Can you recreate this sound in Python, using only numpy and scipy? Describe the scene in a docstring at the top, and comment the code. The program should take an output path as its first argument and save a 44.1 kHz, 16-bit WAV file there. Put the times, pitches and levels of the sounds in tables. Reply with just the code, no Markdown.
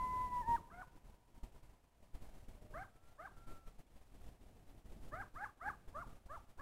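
"""A coyote opens with a high howl that cracks and drops, over light wind that rumbles on the microphone.
Brush scatters the call and the slopes return a faint long tail. An arched yelp follows, then wind puffs.
From about 2.5 s others answer from far off, and more yelps come, each with a short echo from a slope.
Throughout, a noise suppressor turns quiet moments down, so the hiss swells and sinks with gusts and calls.
"""
import sys
import numpy as np
from scipy import signal
from scipy.fft import rfft, irfft, next_fast_len
from scipy.io import wavfile

SR = 44100
rng = np.random.default_rng(int(sys.argv[2]) if len(sys.argv) > 2 else 0)


def to_wav(s):
    """Save 16-bit WAV."""
    ch = np.atleast_2d(s).T  # columns
    pcm = np.round(np.clip(ch, -1, 1) * 32767)  # PCM
    wavfile.write(sys.argv[1], SR, pcm.astype(np.int16))


N = 291501
TIME = np.arange(N) / SR
FALL_S = .031  # the closing fall of a howl or yelp

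# Spectrum of the hiss. Each row: frequency in Hz, relative density in dB.
HISS_SPECTRUM = [(200, -0.5), (480, 11.5), (700, 15.5), (1000, 8.5), (1500, 4), (2000, 3.5), (3000, .5),
                 (4500, -3.5), (6500, -4.5), (8300, -4), (12500, -7), (15500, -11)]


def from_db(db):
    """Amplitude grows tenfold with every 20 dB."""
    return 10 ** (np.asarray(db) / 20)


def rms_one(x):
    """Division by the root mean square gives unit power."""
    return x / np.sqrt(np.mean(x ** 2) + 1e-20)


def in_time(rows):
    """Linear interpolation gives each column of a curve at every sample."""
    seconds, *columns = np.transpose(rows)
    return [np.interp(TIME, seconds, column) for column in columns]


def drift(rate, size=N):
    """Low-passed noise wanders with unit spread, about rate times a second."""
    pole = np.exp(-80 * np.pi * rate / SR)
    slow = signal.lfilter([1], [1, -2 * pole, pole * pole], rng.standard_normal(size // 40 + 2002))
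    slow = rms_one(slow[2000:])
    return np.interp(np.arange(size) / 40, np.arange(len(slow)), slow)


def coloured_noise(spectrum):
    """Spectral weighting colours white noise; the result has unit power."""
    hz, db = np.transpose(spectrum)
    size = next_fast_len(N)
    bins_hz = np.fft.rfftfreq(size, 1 / SR) + 1
    gain = from_db(np.interp(np.log(bins_hz), np.log(hz), db))
    return rms_one(irfft(rfft(rng.standard_normal(size)) * gain, size)[:N])


def voice_phase(pitch_hz, jitter):
    """The phase of the vocal folds is the integral of their trembling frequency."""
    return 2 * np.pi * np.cumsum(pitch_hz * (1 + jitter * drift(83, size=len(pitch_hz)))) / SR


def partial(phase, level_db):
    """A partial is a sinusoid, peaking 3 dB above its rms level."""
    return np.sqrt(2) * from_db(level_db) * np.sin(phase)


def throat_db(hz):
    """Resonance in the throat lifts or weakens a partial according to its frequency."""
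    # Each row: frequency in Hz, gain in dB.
    throat_response = [(550, -1.5), (700, -2), (780, 1.5), (850, 3), (1020, -0.5), (1250, 4.5), (1420, -2),
                       (1600, 4.5), (1780, -2.5), (1950, -11), (2150, 0), (2350, -25.5), (2600, -17)]
    return np.interp(hz, *np.transpose(throat_response))


def collapse(age_s, drop_share=.55, drop_s=.021):
    """As the voice lets go, the remaining share of its pitch relaxes exponentially."""
    return 1 - drop_share * (1 - np.exp(-np.maximum(age_s, 0) / drop_s))


def ramp(age_s, length_s):
    """A linear envelope runs from 0 to 1, centred on age zero."""
    return np.clip(.5 + age_s / length_s, 0, 1)


def howl(octave_db=-64, flutter_db=0.75, release_s=0.011, break_s=.006):
    """Falsetto is nearly sinusoidal: it sags, cracks and recovers; only its octave sounds in the fall."""
    # Each row: time in seconds, pitch in Hz, level in dB before the throat.
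    contour = [(0, 1012, -48.5), (.25, 1005, -49), (.305, 986.6, -55.5), (.335, 992.4, -47.5),
               (.41, 979, -51), (.438, 866, -64), (.457, 887, -58.5), (.48, 937, -48), (.52, 940.6, -47.5),
               (.56, 930, -49)]
    pitch_hz, level_db = in_time(contour)
    end = contour[-1][0]
    pitch_hz = pitch_hz * collapse(TIME - end)
    phase = voice_phase(pitch_hz, jitter=0.003)
    first = partial(phase, level_db + flutter_db * drift(25) + throat_db(pitch_hz))
    second = partial(2 * phase, octave_db + throat_db(2 * pitch_hz))
    return first * ramp(end - TIME, break_s) + second * ramp(end + FALL_S - TIME, release_s)


def wind(eddy_db=-8, lumpy_db=2.05, roundness=0.75, lean=0.5, rush_db=-26):
    """Turbulence rumbles on the microphone; each puff pushes or pulls, stirs more rumble and hisses."""
    # Each row: start in seconds, length in seconds, peak pressure in dB.
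    puffs = [(1.092, 0.016, -54.0), (1.343, 0.023, -54.5), (1.429, 0.016, -46), (1.537, 0.03, -55.0),
             (1.619, 0.062, -54.5), (1.824, 0.038, -58.5), (2.027, 0.02, -55.5), (2.133, 0.034, -50),
             (2.197, 0.094, -52.5), (2.281, 0.059, -56.5), (2.333, 0.099, -56.5), (2.484, 0.017, -51.5),
             (2.546, 0.02, -53), (2.947, 0.022, -50.5), (2.996, 0.24, -62.5), (3.357, 0.045, -57),
             (3.463, 0.13, -53), (3.658, 0.035, -56.5), (3.776, 0.05, -55.5), (3.911, 0.28, -61),
             (4.139, 0.025, -51.0), (4.199, 0.029, -55.5), (4.228, 0.062, -52.5), (4.421, 0.042, -55),
             (4.566, 0.017, -53), (4.661, 0.048, -54.0), (4.869, 0.058, -55), (5.02, 0.14, -57.0),
             (5.33, 0.033, -53.5), (5.876, 0.016, -49.0), (6.066, 0.13, -55.5), (6.256, 0.019, -51.5),
             (6.28, 0.12, -57.0), (6.477, 0.046, -57), (6.57, 0.043, -53)]
    # Each row: time in seconds, level of the rumble in dB.
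    breeze = [(0.0, -58), (0.55, -59), (0.7, -59), (1.25, -63.0), (1.6, -60.5), (1.8, -66), (2.08, -63.5),
              (2.25, -63.5), (2.7, -57), (3.05, -67.5), (3.35, -63), (4.05, -64), (4.3, -60), (5.15, -58),
              (5.55, -63), (6.05, -59.5), (6.22, -65), (6.6, -62.5)]
    # Each row: frequency in Hz, relative density in dB.
    rumble_spectrum = [(12, -4), (25, 0), (50, -3.5), (75, -9.5), (100, -9.5), (160, -15.5), (280, -18),
                       (450, -24), (900, -37.5), (2000, -59.5)]
    pressure = np.zeros(N)
    for (start, length_s, peak_db), sign in zip(puffs, rng.choice([-1, 1], len(puffs))):
        during = (TIME > start) & (TIME < start + length_s)
        progress = (TIME[during] - start) / length_s
        pressure[during] += sign * from_db(peak_db) * np.abs(np.sin(np.pi * progress ** lean)) ** roundness
    rumble_db, = in_time(breeze)
    stir = np.hypot(from_db(rumble_db + lumpy_db * drift(36)), from_db(eddy_db) * pressure)
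    hissing_puffs = pressure * (1 + from_db(rush_db) * coloured_noise(HISS_SPECTRUM))
    return hissing_puffs + stir * coloured_noise(rumble_spectrum)


def reflections(x, delay_s, t60_s):
    """Scattering off rocks and brush gives a dense response that decays exponentially."""
    t = TIME[:2 * SR]
    response = rng.standard_normal(len(t)) * from_db(-60 * t / t60_s) * (t > delay_s)
    return signal.fftconvolve(x, response / np.sqrt(np.sum(response ** 2)))[:N]


def valley(x, t60_s=6.9, dull_hz=1100, waver_s=0.00021):
    """Reverberation is dulled by distance, and its travel time wavers in the moving air."""
    tail = reflections(x, delay_s=0.088, t60_s=t60_s)
    dulled = signal.sosfilt(signal.butter(2, dull_hz, fs=SR, output="sos"), tail)
    return np.interp(TIME + waver_s * drift(14), TIME, dulled)


def yelp(t, row, scoop_hz_per_s=7500, arch=0.342, ease=0.67,
         attack_s=0.02, break_s=0.0046, release_s=0.012, accent_db=4, accent_s=0.0098,
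         fall_loss_db=5, third_sag_db=6, slack_db=1.5, upper_growth=0.32):
    """Three harmonics share one glide: the pitch scoops up, climbs to a crest and collapses."""
    start, crest, start_hz, crest_hz, first_db, growth_db, octave_db, third_db, scoop_s, rasp = row
    climb = np.clip((t - start) / (crest - start), 0, 1)
    rising_hz = start_hz + (crest_hz - start_hz) * climb * (1 + arch * (1 - climb))
    pitch_hz = (rising_hz - scoop_hz_per_s * np.maximum(start - t, 0)) * collapse(t - crest)
    phase = voice_phase(pitch_hz, jitter=0.0056)
    # the fundamental stops at the crest
    lower = ramp(t - start, attack_s) * ramp(crest + break_s / 2 - t, break_s)
    # the upper partials slacken on the climb, flare at the crest and ride the fall
    upper = ramp(t - start + scoop_s, attack_s + ease * scoop_s) * ramp(crest + FALL_S - t, release_s)
    effort_db = accent_db * np.exp(-np.abs(t - crest) / accent_s) - slack_db * np.sin(np.pi * climb)
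    loss_db = fall_loss_db * np.maximum(t - crest, 0) / FALL_S
    upper = upper * from_db(effort_db + upper_growth * growth_db * (climb - .5) - loss_db)
    first = lower * partial(phase, first_db + growth_db * (climb - .5) + throat_db(pitch_hz))
    second = upper * partial(2 * phase, octave_db + throat_db(2 * pitch_hz))
    third = upper * partial(3 * phase, third_db - third_sag_db * (climb - .5) + throat_db(3 * pitch_hz))
    # uneven fold vibration smears the upper partials into a rasp
    grit = second * drift(170, size=len(t)) + 1.44 * third * drift(120, size=len(t))
    shimmer = 1 + .5 * rasp * drift(110, size=len(t))
    return (first + second + third) * shimmer + rasp * grit


def yelps(echo_fade_db=12):
    """Each yelp takes two paths: one straight to the listener, one to the nearest slope."""
    # Each row: start and crest in seconds, pitch at each in Hz, fundamental, its growth over the climb,
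    # octave and third partial in dB before the throat, scoop in seconds, rasp from 0 to 1, echo in dB.
    calls = [(0.724, 0.818, 672, 748.5, -59.5, 2.5, -62.5, -72.5, 0.026, 0.52, -29),
             (2.749, 2.83, 581, 808.4, -56, -7, -61, -62, .007, 0.33, -5),
             (3.19, 3.26, 573.6, 794, -58, -7.5, -60.5, -64.5, 0.0064, 0.36, -8),
             (5.121, 5.214, 554, 820, -58, -3.5, -58.5, -62.5, 0.001, 0.35, -5.5),
             (5.372, 5.443, 634, 856, -58, 12.5, -56.5, -64, 0.016, 0.27, -5.5),
             (5.619, 5.687, 647, 851.5, -55.5, 7.5, -56, -61, .014, 0.32, -5.5),
             (5.95, 6.017, 556, 718, -58.5, -12, -56, -72.5, .003, 0.28, -7.5),
             (6.298, 6.354, 538, 689, -60, -5, -58, -67.5, 0.0049, 0.12, -8),
             (6.598, 6.685, 556, 670, -63.5, -5, -59, -65.5, 0.0062, .3, -14)]
    direct, to_slope = np.zeros((2, N))
    for *row, echo_db in calls:
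        start, crest = row[:2]
        during = (TIME > start - .06) & (TIME < crest + .07)
        call = yelp(TIME[during], row)
        direct[during] += call
        # mostly the start and the fall of a yelp are heard again
        dip_db = np.interp(TIME[during], [start, crest, crest + FALL_S / 2], [0, -echo_fade_db, 0])
        to_slope[during] += call * from_db(echo_db + dip_db)
    return direct, to_slope


def slope_echo(x, delay_s=.034, low_hz=900):
    """A single reflection from the nearest slope arrives late and thin."""
    thin = signal.sosfilt(signal.butter(2, low_hz, "high", fs=SR, output="sos"), x)
    return np.interp(TIME - delay_s, TIME, thin, left=0)


def far_calls():
    """Attenuation over distance leaves only the fundamental of each answer, which swells and fades."""
    # Each row: start and end in seconds, pitch at each in Hz, level in dB, jitter as a share of pitch.
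    answers = [(2.543, 2.768, 585, 632, -70.5, 0.032), (2.862, 3.181, 1264, 1420, -77, 0.011),
               (2.993, 3.785, 751, 800, -85, .027), (3.328, 3.714, 1375, 1330, -69.5, 0.011),
               (4.197, 5.105, 694, 755, -84, 0.038)]
    out = np.zeros(N)
    for start, end, start_hz, end_hz, level_db, jitter in answers:
        during = (TIME > start) & (TIME < end)
        progress = (TIME[during] - start) / (end - start)
        phase = voice_phase(start_hz + (end_hz - start_hz) * progress, jitter)
        out[during] += partial(phase, level_db) * np.sqrt(np.sin(np.pi * progress))
    return out


def scene(hiss_db=-71.5, brush_db=-14, valley_db=-19):
    """Calls, their returns from the land, wind and a steady hiss add by superposition."""
    yelping, to_slope = yelps()
    calls = howl() + yelping
    brush = from_db(brush_db) * reflections(calls, delay_s=0.03, t60_s=0.52)
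    returns = slope_echo(to_slope) + brush + from_db(valley_db) * valley(calls)
    mix = calls + returns + far_calls() + wind() + from_db(hiss_db) * coloured_noise(HISS_SPECTRUM)
    return mix[None]


def suppressor(x, unity_db=-59, follow_s=0.016):
    """In an expander the gain follows the envelope, so quiet moments sink and loud ones rise."""
    pole = np.exp(-1 / (follow_s * SR))
    at_start = np.abs(x[:, :SR // 50]).mean(axis=1, keepdims=True)
    envelope, _ = signal.lfilter([1 - pole], [1, -pole], np.abs(x), zi=at_start)
    return x * (envelope / from_db(unity_db))


def record(dry, cutoff_hz=15750):
    """Expansion widens the dynamic range, then a steep low-pass limits the bandwidth."""
    return signal.sosfilt(signal.ellip(12, .1, 70, cutoff_hz, fs=SR, output="sos"), suppressor(dry))


dry = scene()
out = record(dry)
to_wav(out)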